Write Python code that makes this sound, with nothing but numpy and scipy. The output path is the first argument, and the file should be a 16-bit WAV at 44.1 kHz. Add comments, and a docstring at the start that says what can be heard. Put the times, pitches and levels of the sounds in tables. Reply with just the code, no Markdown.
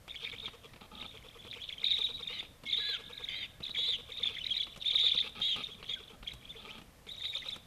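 """Quick gliding twitters of black stork chicks begging in a tree nest, swelling into long squeals.
A chick's voice box has two sides, and a squeal sounds both at once. Between the calls, slow pulses
of a slack throat make soft grunts and hoarse rattles. Twigs tick underfoot and the nest thuds.
A songbird whistles further off, and the quiet, hissing forest echoes the birds and their nest."""
import sys
import numpy as np
from scipy import signal
from scipy.fft import rfft, irfft, next_fast_len
from scipy.io import wavfile
from scipy.ndimage import uniform_filter1d

SR = 44100
rng = np.random.default_rng(int(sys.argv[2]) if len(sys.argv) > 2 else 0)


def write(x):
    x = np.atleast_2d(x).T
    wavfile.write(sys.argv[1], SR, np.round(np.clip(x, -1, 1) * 32767).astype(np.int16))


N = 337806

# how the throat and open bill boost or weaken each pitch: pitch_hz, gain_db
THROAT_CURVE = [(1500, -29), (2200, -17), (2750, -30), (3200, -7), (3650, 1), (3950, 9.5), (4300, -14.5),
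                (5200, 17)]
# clear begging notes: start_s, length_s, top_hz, level_db
BEGGING_NOTES = [(0.095, 0.0073, 3720, -42), (0.104, 0.014, 3690, -39.5), (0.252, 0.028, 2500, -39.5),
                 (0.326, 0.018, 2310, -43), (0.409, 0.061, 3700, -45.5), (0.455, 0.0081, 3620, -34),
                 (0.458, 0.022, 3290, -41), (1.011, 0.014, 3730, -38.5), (1.074, 0.037, 3710, -49.5),
                 (1.38, 0.04, 3490, -51.5), (1.537, 0.005, 3370, -38), (1.611, 0.025, 3400, -41),
                 (1.724, 0.0099, 3430, -37), (1.778, 0.014, 3200, -42), (1.84, 0.0091, 3840, -23.5),
                 (1.859, 0.021, 3740, -26.0), (1.88, 0.011, 3790, -31), (1.912, 0.016, 3720, -22.5),
                 (1.925, 0.042, 3853, -30.5), (1.963, 0.0098, 3550, -31.5), (2.013, 0.014, 3664, -28.5),
                 (2.028, 0.038, 3800, -29), (2.13, 0.047, 3890.0, -40.5), (2.225, 0.021, 3700.0, -38),
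                 (2.272, 0.014, 3680, -33.5), (2.388, 0.02, 3630, -34.5), (2.671, 0.016, 3330, -41),
                 (2.696, 0.011, 3490, -33.5), (2.726, 0.015, 3650.0, -25.5), (2.732, 0.03, 3640.0, -33),
                 (2.94, 0.024, 3310, -37.5), (3.123, 0.019, 3800, -43.5), (3.143, 0.048, 4080, -51),
                 (3.176, 0.0093, 3720.0, -39), (3.234, 0.02, 3785, -35.5), (3.286, 0.0065, 3450, -31),
                 (3.629, 0.022, 3915, -37), (3.658, 0.017, 3540, -37.5), (3.747, 0.0088, 3470, -34),
                 (3.748, 0.019, 2310, -38.5), (4.118, 0.01, 3610, -39), (4.128, 0.052, 3730, -45),
                 (4.171, 0.0075, 3710, -36.5), (4.23, 0.015, 3590, -27.0), (4.251, 0.019, 3560, -31.5),
                 (4.269, 0.011, 3490, -26.5), (4.349, 0.011, 3220, -39), (4.365, 0.017, 2096, -41),
                 (4.381, 0.013, 3520, -36), (4.394, 0.043, 3030, -41), (4.462, 0.01, 3930, -29.5),
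                 (4.502, 0.038, 3300, -30), (4.548, 0.011, 3740, -33.5), (4.564, 0.011, 3890.0, -29.5),
                 (4.572, 0.013, 4005, -33), (4.596, 0.026, 3470.0, -29.5), (4.85, 0.032, 3600, -29.5),
                 (4.869, 0.043, 3730, -29.5), (4.905, 0.011, 3570, -26.5), (4.952, 0.024, 3730.0, -22.5),
                 (4.994, 0.014, 3760, -28), (5.065, 0.013, 3670, -22), (5.112, 0.017, 3560, -24),
                 (5.174, 0.0095, 3600, -24), (5.197, 0.026, 3610, -27), (5.636, 0.017, 3690, -34.5),
                 (5.709, 0.037, 3414, -46.5), (5.931, 0.019, 3410, -33), (6.273, 0.014, 3350, -33.5),
                 (6.316, 0.012, 3860, -42.5), (6.485, 0.039, 3580.0, -44.5), (6.719, 0.035, 3440, -56),
                 (7.084, 0.017, 3540, -42), (7.092, 0.049, 3860, -43), (7.173, 0.025, 3790, -45),
                 (7.214, 0.02, 3660.0, -39), (7.245, 0.0066, 3860, -35), (7.259, 0.021, 3820, -36.5),
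                 (7.27, 0.065, 3800.0, -39.5), (7.329, 0.015, 2490, -44.5), (7.346, 0.02, 3647, -32.5),
                 (7.392, 0.029, 3690, -49), (7.42, 0.014, 2160, -43.5), (7.482, 0.017, 3924, -34.5),
                 (7.516, 0.037, 3560, -39.0)]


def undb(db):
    """Turn decibels into a number to multiply by."""
    return 10 ** (np.asarray(db) / 20)


def unit(x):
    """Scale a sound to an average strength (rms) of 1."""
    return x / np.sqrt(np.mean(x ** 2) + 1e-20)


def response(hz, curve):
    """Read the gain at hz from a curve of (pitch_hz, gain_db) points."""
    pitches, db = np.transpose(curve)
    return undb(np.interp(np.log(hz + 1), np.log(pitches), db))


def colour(x, curve):
    """Shape a sound's lows and highs by a curve, then scale it to strength 1."""
    size = next_fast_len(len(x))
    hz = np.arange(size // 2 + 1) * SR / size
    return unit(irfft(rfft(x, size) * response(hz, curve), size)[:len(x)])


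def ring(x, hz, width_hz):
    """Make a sound ring around one pitch; a narrower width rings longer."""
    return signal.lfilter(*signal.iirpeak(hz, hz / width_hz, fs=SR), x)


def wander(count, rate):
    """A smooth random wobble, about 1 in size, that changes about rate times a second."""
    position = np.arange(count) * (rate / SR)
    targets = rng.standard_normal(int(position[-1]) + 2)
    step = position.astype(int)
    ease = (position - step) ** 2 * (3 - 2 * (position - step))
    return 1.07 * (targets[step] + ease * np.diff(targets)[step])


def envelope(length, attack_s, release_s):
    """A gate that fades in, holds and fades out; also the progress from 0 to 1."""
    progress = np.linspace(0, 1, int(max(length, .004) * SR))
    fade_in = np.clip(progress * length / attack_s, 0, 1)
    fade_out = np.clip((1 - progress) * length / release_s, 0, 1)
    return fade_in * fade_out, progress


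def add(out, start_s, x):
    """Mix x into out from start_s on."""
    i = max(int(start_s * SR), 0)
    out[i:i + len(x)] += x[:max(N - i, 0)]


def forest():
    """Leaves hiss steadily over a low, heaving rumble."""
    # tone of the leaf hiss: pitch_hz, gain_db
    leaf_curve = [(12, -13.5), (20, 3.5), (138, -3), (203, -17.5), (406, -16), (453, -10), (649, -11.5),
                  (955, -18.5), (1040, -15), (1410, -18), (1610, -20), (1800, -18), (4480, -24.5),
                  (7170, -27.5), (14700, -26)]
    rumble_curve = [(20, -29.5), (65, 0), (130, -1), (250, -1), (600, -26), (3000, -54)]
    hiss = undb(-58.5) * colour(rng.standard_normal(N), leaf_curve)
    rumble = undb(-64.5) * colour(rng.standard_normal(N), rumble_curve)
    return hiss + rumble * undb(3 * wander(N, 12))


def tree_echo(x, decay_s, level_db):
    """Trunks and leaves scatter a sound into a thin tail that drops 60 dB in decay_s."""
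    t = np.arange(2 * SR) / SR
    scatter = colour(rng.standard_normal(len(t)) ** 3, [(100, -40.5), (3800, 5), (7000, -17), (14000, 9.5)])
    tail = scatter * undb(-60 * t / decay_s) * (1 - np.exp(-t / 0.00093))
    return undb(level_db) * signal.fftconvolve(x, tail / np.linalg.norm(tail))[:N]


def songbird():
    """A songbird whistles pure, falling tones."""
    # whistles: start_s, length_s, start_hz, end_hz, level_db
    whistles = [(2.66, 0.049, 2235, 2130, -49.5), (2.795, 0.16, 1690, 1652, -54),
                (2.908, 0.065, 1683, 1350, -56), (5.958, 0.029, 1635, 1400, -59)]
    out = np.zeros(N)
    for start, length, start_hz, end_hz, db in whistles:
        gate, progress = envelope(length, attack_s=0.0058, release_s=0.0083)
        hz = start_hz + (end_hz - start_hz) * progress
        phase = 2 * np.pi * np.cumsum(hz * (1 + 0.013 * wander(len(hz), 124))) / SR
        add(out, start, gate * undb(db) * np.sqrt(2) * np.sin(phase))
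    return out


def thuds():
    """The heavy nest sways briefly as the birds shift their weight."""
    # soft thuds: start_s, pitch_hz, level_db
    sways = [(6.2, 39.6, -46), (6.326, 59, -50), (6.33, 127, -51.5)]
    out, t = np.zeros(N), np.arange(int(.15 * SR)) / SR
    rise = t / 0.016
    for start, hz, db in sways:
        add(out, start, undb(db) * rise * np.exp(1 - rise) * np.sin(2 * np.pi * hz * t))
    return out


def ticks():
    """Twigs and bills tick: a short woody ring, a dull knock in the nest and a bright snap."""
    # ticks: start_s, wood_db, knock_db, snap_db
    taps = [(0.078, -45, -69, -52), (0.479, -42, -53.5, -68), (0.734, -48, -57, -65),
            (0.76, -51.5, -56, -68), (0.809, -47.5, -75, -66), (1.024, -44.5, -57, -62),
            (1.448, -50, -51.5, -65), (1.985, -46, -60, -45), (2.427, -48, -53, -61),
            (2.635, -48.5, -49.5, -53), (3.603, -50.5, -49, -66), (3.693, -44.5, -83, -51),
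            (4.252, -44, -63, -65), (4.667, -44.5, -57, -62), (4.76, -45, -63, -48),
            (4.773, -53, -51.5, -46), (5.145, -49, -51, -58), (5.291, -53, -57, -52),
            (5.399, -44.5, -59, -49), (5.562, -38.5, -83, -44.5), (5.827, -40, -56, -69),
            (6.227, -45, -50.5, -65), (6.334, -50, -59, -44), (6.782, -49.5, -54.5, -55),
            (6.814, -50, -56, -57.5), (7.067, -47.5, -53, -77), (7.56, -44.5, -52, -45.5)]
    # tone of the wood: pitch_hz, gain_db
    wood_curve = [(300, 9.5), (850, 8), (1300, 11), (1700, 1), (2350, 10.5), (2900, 11.5), (3600, 5.5),
                  (4400, 2.5), (7000, -29)]
    out, t = np.zeros(N), np.arange(int(.06 * SR)) / SR
    fade_in = 1 - np.exp(-t / .0015)
    for start, wood_db, knock_db, snap_db in taps:
        noise = rng.standard_normal((3, len(t)))
        wood = undb(wood_db + 4.5) * colour(noise[0], wood_curve) * np.exp(-t / 0.0056)
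        knock = undb(knock_db + 4) * unit(ring(noise[1], 153, 176)) * np.exp(-t / 0.012)
        snap = undb(snap_db - 1.5) * unit(ring(noise[2], 5000, 6500)) * np.exp(-t / 0.0053)
        add(out, start, (wood + knock + snap) * fade_in)
    return out


def creak(count, hz, jitter, puff):
    """A slack throat pulses unevenly, and a puff of air follows each pulse."""
    cycles = np.cumsum(hz * np.exp(jitter * wander(count, hz))) / SR + .9
    pulses = np.diff(np.floor(cycles), prepend=0) * undb(7.3 * wander(count, hz))
    puffs = np.exp(-(cycles % 1)) * rng.standard_normal(count)
    return unit(pulses) + puff * unit(puffs)


def rattles():
    """Slow, hoarse creaks of the throat, with a hollow body and a dry top."""
    # rattles: start_s, length_s, body_db, treble_db
    calls = [(0.202, 0.11, -77, -41), (0.436, 0.065, -78, -47.5), (0.811, 0.056, -65, -51),
             (0.909, 0.16, -64.5, -52), (2.286, 0.18, -74.5, -46.5), (4.282, 0.076, -73, -42),
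             (5.222, 0.065, -68, -38), (5.345, 0.072, -62.5, -41), (5.551, 0.081, -60.5, -37.5),
             (6.125, 0.035, -65.5, -54.5), (6.58, 0.23, -67.5, -50.5), (7.235, .025, -67, -39),
             (7.43, 0.17, -75, -53)]
    # tone of the hollow body: pitch_hz, gain_db
    body_curve = [(71, -27), (120, -8), (226, 9.5), (256, 2.5), (307, -28), (352, -0.5), (452, -2),
                  (567, -4.5), (719, -9), (872, 4.5), (999, -23), (1060, -14.5), (1250, 8), (1640, -35),
                  (1800, -33), (2340, -33.5), (3960, -120)]
    # tone of the dry top: pitch_hz, gain_db
    treble_curve = [(1000, -43), (1700, -6), (1870, -27), (2010, -12), (2340, 1), (2640, 2), (3020, -8),
                    (3270, 9.5), (3380, -10), (3540, 1.5), (4370, -9), (5210, -19), (7890, -37),
                    (11300, -24), (14000, -65)]
    out = np.zeros(N)
    for start, length, body_db, treble_db in calls:
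        gate, _ = envelope(length, attack_s=0.01, release_s=0.0067)
        pulses = creak(len(gate), hz=136.8, jitter=0.46, puff=1.3)
        body = undb(body_db + 10.5) * colour(pulses, body_curve)
        treble = undb(treble_db - 6.5) * colour(pulses, treble_curve)
        add(out, start, gate * (body + treble))
    return out


def grunts():
    """Brief creaks ring in a closed throat, about ten a second in a run."""
    # runs of grunts: start_s, length_s, low_db, low_hz, upper_db
    runs = [(0.223, .47, -45, 465, -58.5), (1.142, .47, -44.5, 477, -59.5), (1.814, .04, -48.5, 456, -58),
            (1.986, .36, -43.5, 473, -56), (2.781, .47, -44, 472, -57), (3.776, .57, -44, 488, -58),
            (4.931, .36, -43, 500, -54), (5.579, .57, -47.5, 440, -61), (6.554, .15, -43, 442, -62.5),
            (7.353, .15, -46, 553, -55.5)]
    # higher pitches at which the throat rings: pitch_hz, width_hz, gain_db
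    upper_rings = [(916, 43, 20.5), (1174, 250, 24.5), (2415, 300, 24.5), (3740, 150, -23.5)]
    spacing_s = .104
    out, t = np.zeros(N), np.arange(int(0.03 * SR)) / SR
    swell = np.abs(np.sin(np.pi * t / t[-1])) ** 0.3
    for first, length, low_db, low_hz, upper_db in runs:
        for start in np.arange(first, first + length, spacing_s):
            pulses = creak(len(t), hz=460, jitter=.14, puff=0.99)
            low = unit(ring(ring(pulses, low_hz, 49.2), low_hz, 99))
            upper = unit(sum(undb(db) * ring(pulses, hz, width) for hz, width, db in upper_rings))
            add(out, start - .003, swell * (undb(low_db - 11) * low + undb(upper_db + 3) * upper))
    return out


def breath(voice):
    """Air hisses with every note, following the strength of the voice."""
    # tone of the hiss: pitch_hz, gain_db
    air_curve = [(400, -23), (1500, -2), (2200, -27), (3600, 28.5), (4700, 12.5), (5600, 4), (6800, 0),
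                 (8300, -58), (11000, -21), (14000, -64)]
    effort = np.sqrt(np.abs(uniform_filter1d(voice ** 2, size=500)))
    hiss = colour(rng.standard_normal(N), air_curve)
    return undb(-32) * effort ** .75 * hiss * undb(5.1 * wander(N, 300))


def overtones(phase, hz, third_db):
    """Ragged tones at two and three times the pitch, shaped by the long bill."""
    # how well the bill lets overtones out: pitch_hz, gain_db
    bill_curve = [(3500, 2.5), (4700, -9), (5500, -7.5), (6800, -8.5), (7400, -17.5), (8300, -14.5),
                  (9700, -13), (11200, -12.5), (13000, -6.5)]
    ragged_phase = phase + wander(len(phase), 1292) / np.pi
    out = np.zeros(len(phase))
    for multiple, db in ((2, 0), (3, third_db)):
        flicker = undb(db + 4 * wander(len(phase), 281))
        out += flicker * response(multiple * hz, bill_curve) * np.sin(multiple * ragged_phase)
    return out


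def sing(start_s, hz, push, db):
    """A gliding tone, blown with strength push, that flares at the pitches where the throat rings."""
    # the voice box's thin skin is steady when tight and rattles when it slackens at low pitch
    count, slack = len(hz), np.clip((3600 - hz) / 1200, .25, .8)
    hz = hz * (1 + .04 * slack * wander(count, 1100))
    push = push * undb(1.5 * wander(count, 292.5) + 7.1 * slack * np.tanh(wander(count, 600)))
    phase = 2 * np.pi * np.cumsum(hz) / SR
    tone = undb(db) * unit(push * response(hz, THROAT_CURVE)) * np.sin(phase)
    # the last calls are brighter, with stronger overtones
    bright_db = 5 if start_s > 7 else 0
    overtone_db = 0.59 * db - 35.5 + bright_db
    return tone + undb(overtone_db) * unit(push) * overtones(phase, hz, third_db=-2)


def chatter():
    """A weak voice swoops up and down and links the clear notes."""
    # stretches of soft chatter: start_s, length_s, level_db
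    bouts = [(0.086, 0.13, -48.5), (0.198, 0.075, -43), (0.312, 0.17, -46.5), (0.482, 0.3, -63),
             (0.949, 0.12, -48), (1.107, 0.45, -56), (1.509, 0.24, -45.5), (1.784, 0.081, -51.5),
             (1.838, .24, -36), (2.075, 0.17, -45.5), (2.654, 0.15, -38.5), (2.976, 0.36, -53.5),
             (3.621, 0.1, -43.5), (3.989, 0.24, -55.5), (4.12, 0.16, -43.5), (4.227, 0.074, -38),
             (4.328, 0.17, -47), (4.438, 0.21, -39.5), (4.659, 0.096, -54.5), (4.799, .045, -42.5),
             (4.843, .385, -34), (5.601, 0.056, -41.5), (5.663, 0.099, -51.5), (5.775, 0.079, -57),
             (5.837, 0.065, -48), (5.969, 0.15, -56.5), (6.24, 0.081, -48.5), (6.408, 0.36, -53),
             (7.077, .15, -48), (7.231, 0.29, -41.5)]
    swoops_per_s, swing_hz, ceiling_hz = 42, 885, 3850
    out, singing = np.zeros(N), np.zeros(N)
    for start, length, db in bouts:
        gate, _ = envelope(length, attack_s=0.0052, release_s=0.004)
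        count = len(gate)
        centre_hz = 3066 + 24 * (db + 45)  # louder chatter sits higher
        swoop_phase = 2 * np.pi * np.cumsum(swoops_per_s * np.exp(.5 * wander(count, 60))) / SR
        swoop = np.tanh(.7 * np.sin(swoop_phase) + .5 * wander(count, 40))
        hz = np.minimum(centre_hz + swing_hz * swoop, ceiling_hz)
        # the chick pushes harder where its throat rings less, which evens out the level
        push = gate * response(hz, THROAT_CURVE) ** -.42 * undb(4 * wander(count, 43))
        add(out, start, sing(start, hz, push, db))
    # the chatter gives way while a clear note sounds
    for start, length, _, _ in BEGGING_NOTES:
        add(singing, start, np.ones(int(length * SR)))
    give_way = undb(-9.5 * uniform_filter1d(np.minimum(singing, 1), size=200))
    # with so little pressure the tone breaks up into a husky flutter
    return out * give_way * (1.17 + 0.63 * wander(N, 1100))


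def note(start_s, length, pitches_hz, db):
    """One curved glide through a first, a middle and a last pitch."""
    progress = np.linspace(0, 1, int(max(length, .004) * SR))
    first, middle, last = pitches_hz
    arch = (4 * middle - 2 * (first + last)) * progress * (1 - progress)
    hz = np.abs(first + (last - first) * progress + arch)
    # the shorter a note, the more pointed its swell
    sharpness = 0.15 + .5 * np.exp(-len(progress) / SR / 0.013)
    return sing(start_s, hz, np.abs(np.sin(np.pi * progress)) ** sharpness, db)


def twitter():
    """Clear begging notes arch up and down, with a soft, low dip of the voice on either side."""
    rise, fall = 0.1436, 0.2  # shares of the top pitch
    dip_hz, dip_s, gap_s = 2289, .011, .004
    out = np.zeros(N)
    for start, length, top_hz, db in BEGGING_NOTES:
        lean = 0.0698 * rng.uniform(-0.966, 1)  # no two arches tilt alike
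        arch_hz = top_hz * np.array([1 - rise + lean, 1, 1 - fall - lean])
        add(out, start, note(start, length, arch_hz, db))
        for centre_s in (start - gap_s, start + length + gap_s):
            valley_hz = dip_hz * (1 + 0.0682 * rng.standard_normal()) * np.array([1.22, 1, 1.22])
            add(out, centre_s - dip_s / 2, note(start, dip_s, valley_hz, .7 * db - 25))
    return out


def membrane(hz):
    """The thin skin on one side of the voice box vibrates: an almost pure tone with faint overtones."""
    phase = 2 * np.pi * np.cumsum(hz) / SR
    return np.sqrt(2) * (np.sin(phase) + undb(-19.5) * overtones(phase, hz, third_db=-6))


def squeals():
    """Both sides of the voice box sound at once and clash; their flutter sheds a rasp."""
    # squeals: start_s, length_s, top_hz, apart_hz (between the voices), level_db,
    # balance_db (upper voice minus lower), rasp_db
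    calls = [(2.283, .135, 3860, 856, -44.5, 3, -40.5), (2.758, 0.22, 3935, 455, -37.5, 1, -40),
             (3.288, 0.18, 3810, 593, -42.5, -1, -36), (3.76, .21, 3868, 330, -33, 0.5, -41.5),
             (4.981, .13, 3772, 289.3, -30.5, -2.5, -40), (5.412, 0.15, 3760, 375, -31.5, -0.5, -43),
             (5.884, 0.06, 3660, 309, -38.5, -1, -40.5)]
    # tone of the rasp: pitch_hz, gain_db
    rasp_curve = [(1200, -11), (1750, -6.5), (2100, 14.5), (2500, 8), (3000, -8.5), (3700, 12), (4200, -60),
                  (4650, 7), (5400, -45), (9000, -38.5)]
    rise_share, sag_share, fade_s = 0.52, .38, 0.029
    out = np.zeros(N)
    for start, length, top_hz, apart_hz, db, balance_db, rasp_db in calls:
        gate, progress = envelope(length, attack_s=0.0085, release_s=0.0067)
        count, remaining = len(gate), 1 - progress
        # the pitch rises, holds and sags; the longer the squeal, the further it moves
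        rise = np.clip(1 - progress / rise_share, 0, 1) ** 2
        sag = np.clip(1 - remaining / sag_share, 0, 1) ** 2
        glide_hz = top_hz - length * (1400 * rise + 4400 * sag)
        upper_hz, lower_hz = (
            hz * (1 + .015 * wander(count, 50) + .013 * wander(count, 130) + .024 * wander(count, 1300))
            for hz in (glide_hz, glide_hz - apart_hz))
        upper, lower = (membrane(hz) * undb(1.94 * wander(count, 239.5) + 1.5 * wander(count, 55))
                        for hz in (upper_hz, lower_hz))
        voices = (undb(balance_db) * upper + lower) / np.sqrt(1 + undb(2 * balance_db))
        voices += undb(-20) * membrane(2 * lower_hz - upper_hz)  # the two combine into a third tone
        rasp = colour(creak(count, hz=343, jitter=0.35, puff=0.83), rasp_curve)
        fade_db = -9 * np.clip(1 - remaining * length / fade_s, 0, 1)
        add(out, start, gate * (undb(db + fade_db) * voices + undb(rasp_db - 9.5 + fade_db / 2) * rasp))
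    return out


def scene():
    """The nest close by, the songbird deep among the trees."""
    voice = twitter() + chatter() + squeals()
    nest = voice + breath(voice) + grunts() + rattles() + ticks() + thuds()
    whistles = songbird()
    near = nest + tree_echo(nest, decay_s=0.44, level_db=-9.5)
    far = undb(5) * whistles + tree_echo(whistles, decay_s=2.6, level_db=8.5)
    return (near + far + forest())[None]


def record(dry):
    """Soften the highest treble and cut off the very top."""
    soften_hz, cut_hz = 13000, 14500
    soft = signal.sosfilt(signal.butter(2, soften_hz, fs=SR, output="sos"), dry)
    return signal.sosfilt(signal.ellip(10, .2, 70, cut_hz, fs=SR, output="sos"), soft)


dry = scene()
out = record(dry)
write(out)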